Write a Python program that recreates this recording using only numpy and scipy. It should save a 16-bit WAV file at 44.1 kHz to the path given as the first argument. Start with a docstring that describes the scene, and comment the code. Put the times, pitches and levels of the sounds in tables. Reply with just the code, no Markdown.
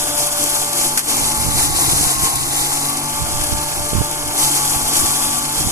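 """Straw chopper in a yard

An electric straw chopper a few metres from a two-port microphone, in a breeze. Rotor: tones on multiples of a
shaft speed that sags as bundles are fed in. Drum: noise ringing in steel. Straw: ticking noise for chaff and
crushed stalks, short clicks for splinters, noise bursts for snaps. Wind: low noise in gusts, different at each
port, with sharp eddies thumping the right one."""
import sys
import numpy as np
from scipy import signal
from scipy.fft import rfft, irfft
from scipy.io import wavfile

SR = 44100
rng = np.random.default_rng(int(sys.argv[2]) if len(sys.argv) > 2 else 0)


def file_out(sig):
    """Save sig as 16-bit WAV at sys.argv[1]."""
    # one column per channel
    cols = np.atleast_2d(sig).T
    # limit, then scale
    lim = np.clip(cols, -1, 1)
    pcm = np.round(lim * 32767).astype(np.int16)
    wavfile.write(sys.argv[1], SR, pcm)


N = 251811
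T, HZ = np.arange(N) / SR, np.fft.rfftfreq(N, 1 / SR)


def gain_of(db):
    """Decibels to amplitude."""
    return 10 ** (np.asarray(db) / 20)


def evened(x):
    """Scales to an rms of 1."""
    return x / np.sqrt(np.mean(x ** 2) + 1e-20)


def curves(rows):
    """Each column of a time table at every sample."""
    s, *columns = np.transpose(rows)
    return [np.interp(T, s, c) for c in columns]


def spectra(rows):
    """Each column of a frequency table at every bin, interpolated over log frequency."""
    hz, *columns = np.transpose(rows)
    return [np.interp(np.log(HZ + 1), np.log(hz), c) for c in columns]


def coloured(x, gain):
    """Filters by a gain per bin."""
    return irfft(rfft(x) * gain, N)


def bell(hz, width_hz):
    """Power response of one resonance."""
    return 1 / (1 + (2 * (HZ - hz) / width_hz) ** 2)


def wander(rate_hz):
    """Slow chance of rms 1, up to about a given rate."""
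    return evened(coloured(rng.standard_normal(N), 1 / (1 + (HZ / rate_hz) ** 4)))


def sides(pan_db):
    """Left and right gains of equal total power, for a left-right difference in dB."""
    pair = np.array([gain_of(pan_db / 2), gain_of(-pan_db / 2)])
    return pair / np.sqrt(np.mean(pair ** 2, 0))


def swell(start, length, attack_s, release_s):
    """Rises, holds until its length is over, and dies away."""
    age = T - start
    return np.clip(age / attack_s, 0, 1) * np.exp(-np.clip((age - length) / release_s, 0, 30))


def crackle(ticks_per_s, spread_db, tick_s, tick_share):
    """A pair of noises made partly of tiny ticks at shared moments: many faint, a few strong."""
    struck = rng.random(N) < ticks_per_s / SR
    size = gain_of(spread_db * np.minimum(rng.exponential(1, N), 4)) * struck
    ticks = signal.lfilter([1], [1, -np.exp(-2 / (tick_s * SR))], size ** 2)  # power of decaying ticks
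    share = np.clip(tick_share, 0, 1)
    power = 1 - share + share * ticks / ticks.mean()
    return np.sqrt(power) * rng.standard_normal((2, N))


# the two ports of the microphone at the usual lag:
# (frequency [Hz], likeness [0-1], phase by which left leads [radians], left-right level [dB])
PORT_PAIR = [(100, .9, -.2, -2), (300, .95, -.25, -.5), (560, .92, -.85, -2), (900, .92, -1, -1.5),
             (1170, .8, -1.6, 3), (1400, .72, -2.2, -1), (1900, .62, -3.1, 0), (2200, .62, -6.1, 0),
             (2750, .2, -7.6, -.5), (3100, .45, -8.9, 0), (3330, .995, -9.35, 0), (3600, 1, -9.42, 0),
             (3880, .995, -9.5, 0), (4250, .45, -9.9, 0), (4800, .25, -10.8, 0), (5800, .43, -12.6, 0),
             (9500, .08, -14, 0)]


def at_ports(pair, lag, diffuse=1, widest_phase=np.inf):
    """Direct sound reaches the right port first, by a drifting lag; scattered sound differs between ports."""
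    hz, s, (direct, scattered) = signal.stft(pair, SR, nperseg=512, noverlap=384)
    stretch = np.interp(s, T, lag)
    at, *columns = np.transpose(PORT_PAIR)
    log_hz = np.log(hz[:, None] * stretch + 1)  # a longer lag slides the port pattern down in pitch
    likeness, phase, pan_db = [np.interp(log_hz, np.log(at), c) for c in columns]
    apart = diffuse * (1 - np.clip(likeness, 0, 1) ** 2)
    mixed = np.sqrt(1 - apart) * direct + np.sqrt(apart) * scattered
    right = mixed * np.exp(1j * np.minimum(-phase, widest_phase))
    ports = np.array([direct, right]) * sides(pan_db)
    return signal.istft(ports, SR, nperseg=512, noverlap=384)[1][:, :N]


# the lag between the ports drifts over time: (time [s], lag between the ports [relative to usual])
DRIFTING_LAG = [(0, 0.88), (.6, 0.96), (1.1, 0.99), (1.85, 1.087), (2.2, 1.05), (2.55, 1.127), (2.9, 1.03),
                (3.38, 0.92), (3.55, 0.99), (3.95, .97), (4.1, 0.9), (4.48, 0.998), (4.7, 0.93), (5, .95),
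                (5.25, 0.88), (5.45, .95), (5.71, 0.9)]
LAG_FLUTTER, LAG_FLUTTER_HZ = 0.018, 10  # rms of the lag's quick flutter, relative to usual, and its rate


def drifting_lag():
    """Lag between the ports, relative to usual, drifting slowly and fluttering quickly."""
    return curves(DRIFTING_LAG)[0] + LAG_FLUTTER * wander(LAG_FLUTTER_HZ)


# shaft speed: (time [s], rotor speed [turns/s])
ROTOR_SPEED = [(0.0, 49.16), (0.78, 48.51), (0.87, 47.97), (1.08, 48.18), (1.29, 47.72), (1.54, 48.38),
               (1.67, 47.11), (1.76, 46.99), (2.06, 44.95), (2.29, 44.61), (2.49, 46.17), (3.2, 48.71),
               (3.45, 49.06), (4.34, 49.31), (4.53, 47.14), (4.92, 47.79), (5.05, 47.48), (5.71, 48.73)]
# strong blade tones, each swelling as the speed carries it onto a resonance of the housing:
# (multiple of rotor speed, rounded for pitch [1], level on resonance [dB], resonance [Hz], width [Hz],
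#  rms of slow fading, sign irrelevant [dB], extra level at the outset [dB])
BLADE_TONES = [(3, -38.5, 138.1, 24, 0.5, -1), (5, -40, 240, 6, 1, 2), (6, -43.5, 284, 47, 2.5, 2),
               (12, -39, 592, 26.6, 1.2, 6.5), (17.6, -36, 852.6, 96, 2, 0.5),
               (23.9, -39.5, 1074, 540, 2.1, -0.5), (30, -54, 1462, 70, 1.5, 9),
               (34, -47.5, 1672, 15, -1, 2)]
# rotor imbalance and weaker blade tones: (multiple of rotor speed [1], level [dB])
ROTOR_HUM = [(1, -59), (2, -51), (4, -60), (7, -51), (16, -48.5), (22, -50), (28, -52.5), (44, -50)]
OUTSET_S, SETTLE_S = 0.75, 1  # the opening balance of the tones holds, then settles
FADE_HZ = 4.1
BLUR_ORDER = 17  # multiple of the shaft speed at which a blade tone's waver has doubled


def rotor(lag, blade_waver=.08, hum_waver=.26, waver_hz=9):
    """Tones locked to the shaft; straw on the blades makes each waver, high blade tones more than low."""
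    speed = curves(ROTOR_SPEED)[0]
    angle = 2 * np.pi * np.cumsum(speed) / SR

    def tone(order, waver):
        """One multiple of the shaft speed, rms near 1, wavering in level and phase."""
        turn = order * angle + 2 * np.pi * rng.random()
        in_step = (1 + waver * wander(waver_hz)) * np.cos(turn)
        out_of_step = waver * wander(waver_hz) * np.sin(turn)
        return np.sqrt(2) * (in_step + out_of_step)

    blades = np.zeros(N)
    outset = np.clip(1 - (T - OUTSET_S) / SETTLE_S, 0, 1)
    for k, db, hz, width, fade_db, outset_db in BLADE_TONES:
        resonance = 1 / (1 + (2 * (round(k) * speed - hz) / width) ** 2)
        level = gain_of(db + outset_db * outset + fade_db * wander(FADE_HZ))
        waver = blade_waver * (1 + (k / BLUR_ORDER) ** 2)
        blades += resonance * level * tone(round(k), waver)
    hum = sum(gain_of(db) * tone(round(k), hum_waver) for k, db in ROTOR_HUM)
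    return at_ports(np.array([blades + hum] * 2), lag, diffuse=0, widest_phase=1.57)


# trickle of straw through the knives: (time [s], flow level [dB])
STRAW_TRICKLE = [(0, -22.5), (.95, -23), (1.8, -24.5), (2.8, -24.5), (3.05, -27), (3.45, -25.5),
                 (3.7, -26.5), (4.3, -28), (4.5, -24), (5.2, -21), (5.45, -25.5), (5.71, -24.5)]
# a tuft is drawn in and sprayed out: (start [s], length [s], flow level [dB])
STRAW_TUFTS = [(-0.033, 0.041, -18), (0.135, 0.1, -21), (0.32, 0.28, -22.5), (0.724, 0.14, -19),
               (1.022, 0.26, -24), (1.507, 0.14, -20), (1.717, 0.4, -21), (2.189, 0.077, -20.5),
               (2.49, 0.13, -23.5), (2.678, 0.04, -22), (2.788, 0.068, -25.5), (4.338, 0.14, -19),
               (4.478, 0.1, -21), (4.63, 0.11, -24.5), (4.906, 0.094, -19), (5.02, 0.045, -22.5),
               (5.529, 0.06, -21.5)]
TUFT_ATTACK_S, TUFT_RELEASE_S = 0.064, 0.039


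def straw_flow():
    """Level of the passing straw in dB: the powers of the trickle and every tuft add."""
    power = gain_of(curves(STRAW_TRICKLE)[0]) ** 2
    for s, length, db in STRAW_TUFTS:
        power += (gain_of(db) * swell(s, length, TUFT_ATTACK_S, TUFT_RELEASE_S)) ** 2
    return 10 * np.log10(power)


# spectrum of the rushing air, before the roar is levelled: (frequency [Hz], relative density [dB per Hz])
AIR_SPECTRUM = [(20, 5), (100, -16), (200, -37), (540, -46), (1300, -11.5), (2200, -12.5), (4000, -26.5),
                (12000, -39)]
# resonances of the drum, before the roar is levelled: (frequency [Hz], width [Hz], relative level [dB])
DRUM_MODES = [(138, 11, -0.5), (297.3, 16.7, 5), (342, 35, 1.5), (444, 24, -1.5), (712, 60, -1),
              (763, 90, 0), (877, 123, 0), (1103, 143, -2.5), (1335, 200, -6.5), (1457, 44, -8.5),
              (1590, 280, -10.5)]
# the drum roars at AIR_DB when the flow is at IDLE_FLOW_DB, and grows by a share of each dB more
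AIR_DB, IDLE_FLOW_DB, AIR_PER_FLOW = -32.5, -25.5, 0.6


def drum(flow_db, lag, flutter_db=2.5, flutter_hz=22):
    """Turbulent air rings the steel drum; each resonance swells and fades by itself."""
    air = coloured(rng.standard_normal((2, N)), gain_of(spectra(AIR_SPECTRUM)[0]))
    for hz, width, db in DRUM_MODES:
        ringing = coloured(rng.standard_normal((2, N)), np.sqrt(bell(hz, width)))
        air += ringing * gain_of(db + flutter_db * wander(flutter_hz))
    roar_db = AIR_DB + AIR_PER_FLOW * (flow_db - IDLE_FLOW_DB)
    return at_ports(evened(air) * gain_of(roar_db), lag)


# spectrum of the flying straw: (frequency [Hz], relative density [dB per Hz])
STRAW_SPECTRUM = [(300, -54), (1000, -35), (1700, -8), (2800, -12), (3300, -1), (5000, -1), (7000, 2.5),
                  (9000, 0.5), (11000, -1.5), (12500, -2), (14300, -7)]


def straw_colour(x):
    """The bright spectrum of dry stalks, as a filter of unit rms gain."""
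    return coloured(x, evened(gain_of(spectra(STRAW_SPECTRUM)[0])))


# bounds between sizes of fragment, from coarse bits to dust: (frequency [Hz])
CHAFF_SPLITS = [4950, 7100, 9050, 11700]
CHAFF_CLUMP_DB = 1.3  # rms


def chaff(flow_db, lag, level_db=-0.85, clump_hz=50):
    """Countless fragments hiss out and tick on the steel; coarse bits, flakes and dust clump separately."""
    spray = crackle(ticks_per_s=1800, spread_db=4.0, tick_s=0.00071, tick_share=0.11)
    hiss = at_ports(straw_colour(spray * gain_of(flow_db + level_db)), lag)
    below = [coloured(hiss, 1 / (1 + (HZ / hz) ** 12)) for hz in CHAFF_SPLITS]
    bands = np.diff([0 * hiss, *below, hiss], axis=0)
    return sum(band * gain_of(CHAFF_CLUMP_DB * wander(clump_hz)) for band in bands)


# resonances of crushed stalks, their bells squared in power:
# (frequency [Hz], width of the plain bell [Hz], relative level [dB])
CRUSHED_STALKS = [(1650, 200, 15.5), (3000, 4800, 9), (4650, 10000, 6.5)]
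CRUNCH_PER_FLOW = 0.35  # dB of crunch for each dB of flow
CRUNCH_CLUMP_DB = 2.2  # rms


def crunch(flow_db, lag, level_db=-12.0, clump_hz=30):
    """The knives crush whole stalks inside the drum: coarser and lower than the chaff."""
    load_db = IDLE_FLOW_DB + CRUNCH_PER_FLOW * (flow_db - IDLE_FLOW_DB)
    grains = crackle(ticks_per_s=170, spread_db=6.0, tick_s=0.0084, tick_share=0.18)
    body = np.sqrt(sum(gain_of(db) ** 2 * bell(hz, width) ** 2 for hz, width, db in CRUSHED_STALKS))
    crush_db = load_db + level_db + CRUNCH_CLUMP_DB * wander(clump_hz)
    crushed = evened(coloured(grains, body)) * gain_of(crush_db)
    return at_ports(crushed + splinters(load_db), lag)


SPLINTER_RING_S = 0.002  # decay of the lowest click; higher ones die sooner


def splinters(flow_db, level_db=-16, per_s=90, low_hz=1700, high_hz=6000, count=16):
    """Thin stalks break one by one, each with a short click at one of several pitches."""
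    age = np.arange(1024) / SR
    breaks = rng.random(N) < per_s / SR
    stalk, clicks = rng.integers(0, count, N), np.zeros((2, N))
    for k, hz in enumerate(np.geomspace(low_hz, high_hz, count)):
        pitch = hz / low_hz
        tone = np.sin(2 * np.pi * (hz * age + rng.random((2, 1))))
        ring = tone * np.exp(-age / SPLINTER_RING_S * pitch) * pitch
        for n in np.flatnonzero(breaks & (stalk == k)):
            clicks[:, n:n + len(age)] += ring[:, :N - n]
    return evened(clicks) * gain_of(flow_db + level_db)


# light breeze beneath the gusts: (time [s], level [dB])
LIGHT_BREEZE = [(0, -39), (1, -48), (1.7, -24), (2.1, -45), (2.4, -30), (2.7, -38), (2.95, -51),
                (3.15, -35), (3.35, -30.5), (3.7, -34), (4.4, -39.5), (5.71, -38)]
BREEZE_PAN_DB = -8.5  # left-right
# a gust reaches the microphone: (start [s], length [s], level [dB], left-right level [dB])
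WIND_GUSTS = [(0.14, 0.058, -34.5, -9), (1.183, 0.051, -23, -17), (1.344, 0.21, -24.5, -17),
              (1.82, 0.16, -24.5, -13), (2.004, 0.049, -23, -9), (2.12, 0.1, -25.5, -24),
              (3.172, 0.068, -23.5, -5), (3.312, 0.11, -26.5, -5), (3.474, 0.077, -20.5, -3),
              (3.73, 0.11, -26.5, -4), (3.895, 0.12, -20, -12), (4.204, 0.093, -35, -20),
              (4.694, 0.054, -35, -15), (4.808, 0.035, -25, 10.5), (4.944, 0.14, -29, -22),
              (5.554, 0.11, -24, -9)]
GUST_ATTACK_S, GUST_RELEASE_S = 0.062, 0.022
# spectrum of wind on the ports: (frequency [Hz], relative density [dB per Hz])
WIND_RUMBLE = [(10, 2), (30, -1.5), (70, 2.5), (130, -2.5), (250, -14.5), (500, -57), (1500, -41),
               (8000, -90)]
# eddies that thump the right port: (time [s], peak before eddy_db is added [dB], half width [s])
PORT_EDDIES = [(1.454, -16, 0.00068), (1.488, -8.5, 0.0014), (1.893, -26, 0.00068), (1.919, -17, 0.0031),
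               (1.935, -14, 0.00072), (2.011, -12, 0.00078), (2.07, -13.5, 0.0012), (2.237, -16, 0.00086),
               (3.529, -10, 0.001), (3.933, -9.5, 0.00048), (3.954, -10.5, 0.00058), (3.963, -12, 0.0012),
               (3.985, -12, 0.00069), (4.011, -6, 0.00089), (4.018, -8, 0.00032), (4.767, -16.5, .0015),
               (5.673, -10.5, 0.00084)]


def wind(lump_db=2.0, lump_hz=30, eddy_db=5.0):
    """Lumpy rumble that swells in gusts, unrelated at the two ports, with a few sharp eddies."""
    power = (sides(BREEZE_PAN_DB)[:, None] * gain_of(curves(LIGHT_BREEZE)[0])) ** 2
    for s, length, db, pan_db in WIND_GUSTS:
        gust = gain_of(db) * swell(s, length, GUST_ATTACK_S, GUST_RELEASE_S)
        power += (sides(pan_db)[:, None] * gust) ** 2
    lumps = gain_of(lump_db * np.array([wander(lump_hz), wander(lump_hz)]))
    rumble = evened(coloured(lumps * rng.standard_normal((2, N)), gain_of(spectra(WIND_RUMBLE)[0])))
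    eddies = np.zeros(N)
    for s, peak_db, half_width in PORT_EDDIES:
        u = (T - s) / (2 * half_width)
        pulse = (1 - u ** 2) / (1 + u ** 2) ** 2  # a pressure peak between two shallow troughs
        eddies += gain_of(peak_db + eddy_db) * pulse
    return rumble * np.sqrt(power) + np.outer([0, 1], eddies)


BURST_ATTACK_S = 0.0025


def burst(s, decay_s):
    """Envelope of a sudden spray of splinters that dies away."""
    age = np.maximum(T - s, 0)
    return np.minimum(age / BURST_ATTACK_S, 1) * np.exp(-np.minimum(age / decay_s, 30))


# thick stalks snapping: (time [s], level before level_db is added [dB], left-right level in the treble [dB])
STALK_SNAPS = [(0.1763, -4, 25), (0.267, -5, 13), (0.435, -3.5, 12), (0.5514, -9, 4), (0.7286, -4.5, 5),
               (0.759, -14, -1), (1.0864, -9, 4), (1.7585, -21, 3), (1.976, -13, -1.5), (2.11, -10, 2.5),
               (2.354, -5, 3), (2.969, -6.5, 2), (3.09, -11, 17), (3.436, -5, 9), (3.887, -9, 13),
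               (4.042, -13, 6), (4.112, -12, 10), (4.275, -11, 7), (4.489, -11, 8), (4.546, -11, -1),
               (4.676, -10, 0), (4.969, -11, 0), (5.379, -7, 16), (5.578, -9, -16), (5.682, -9, 19)]
SNAP_DECAY_S = 0.007
# a wad of straw hits the knives: (time [s], spray level [dB], decay [s], knock relative to the spray [dB])
STRAW_WADS = [(0.973, -11, 0.024, -9.5), (1.59, -20, 0.03, -8), (2.219, -34, .015, -13.5),
              (2.24, -20, .015, -7), (2.355, -26, .008, -15), (4.726, -34, .02, -4)]
SHADOW_HZ = 5000  # above this the microphone's body shades one port from a snap


def snaps(lag, level_db=-8, knock_hz=1750, knock_width_hz=1300, knock_s=0.026):
    """Single stalks crack sharply; a whole wad splinters unevenly and also knocks the drum."""
    power = np.zeros((2, N))
    for s, db, pan_db in STALK_SNAPS:
        power += (gain_of(db + level_db) * sides(pan_db)[:, None] * burst(s, SNAP_DECAY_S)) ** 2
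    knocks = np.zeros(N)
    for s, db, decay, knock_db in STRAW_WADS:
        power += (gain_of(db) * burst(s, decay)) ** 2
        knocks += gain_of(db + knock_db) * burst(s, knock_s)
    grains = crackle(ticks_per_s=900, spread_db=5.0, tick_s=0.0015, tick_share=0.45)
    shreds = at_ports(straw_colour(grains), lag)
    unshaded = coloured(shreds, 1 / (1 + (HZ / SHADOW_HZ) ** 12))
    steel = coloured(knocks * rng.standard_normal((2, N)), evened(bell(knock_hz, knock_width_hz)))
    # below the shadow both ports get the weaker side's level
    spray = np.sqrt(power.min(0)) * unshaded + np.sqrt(power) * (shreds - unshaded)
    return spray + at_ports(steel, lag)


# the machine's level dips briefly; the first and last levels hold outside: (time [s], level [dB])
BRIEF_DIP = [(0.97, 1), (1.015, -5.5), (1.06, -2), (1.10, 3)]


def scene(uneven_db=0.5, uneven_hz=25):
    """The machine, driven by an uneven flow of straw, heard at a drifting lag between the ports; and the
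    breeze."""
    flow_db = straw_flow() + uneven_db * wander(uneven_hz)
    lag = drifting_lag()
    machine = rotor(lag) + drum(flow_db, lag) + chaff(flow_db, lag) + crunch(flow_db, lag)
    return machine * gain_of(curves(BRIEF_DIP)[0]) + wind() + snaps(lag)


# each port's own resonance, left then right, its bell squared in power:
# (frequency [Hz], width of the plain bell [Hz], boost [dB])
PORT_RESONANCES = [(10160, 1880, 10), (7900, 1900, 3.5)]
EDGE_HZ = 14300  # upper band limit


def record(dry):
    """Each port rings in the treble; the highest peaks are rounded; then the band limit."""
    rings = [np.sqrt(1 + (gain_of(db) ** 2 - 1) * bell(hz, width) ** 2) for hz, width, db in PORT_RESONANCES]
    heard = coloured(dry, np.array(rings))
    rounded = heard / (1 + (heard / .8) ** 6) ** (1 / 6)  # never beyond 0.8
    low_pass = signal.firwin(801, EDGE_HZ, window=("kaiser", 9), fs=SR)
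    return signal.oaconvolve(rounded, low_pass[None], "same")


dry = scene()
out = record(dry)
file_out(out)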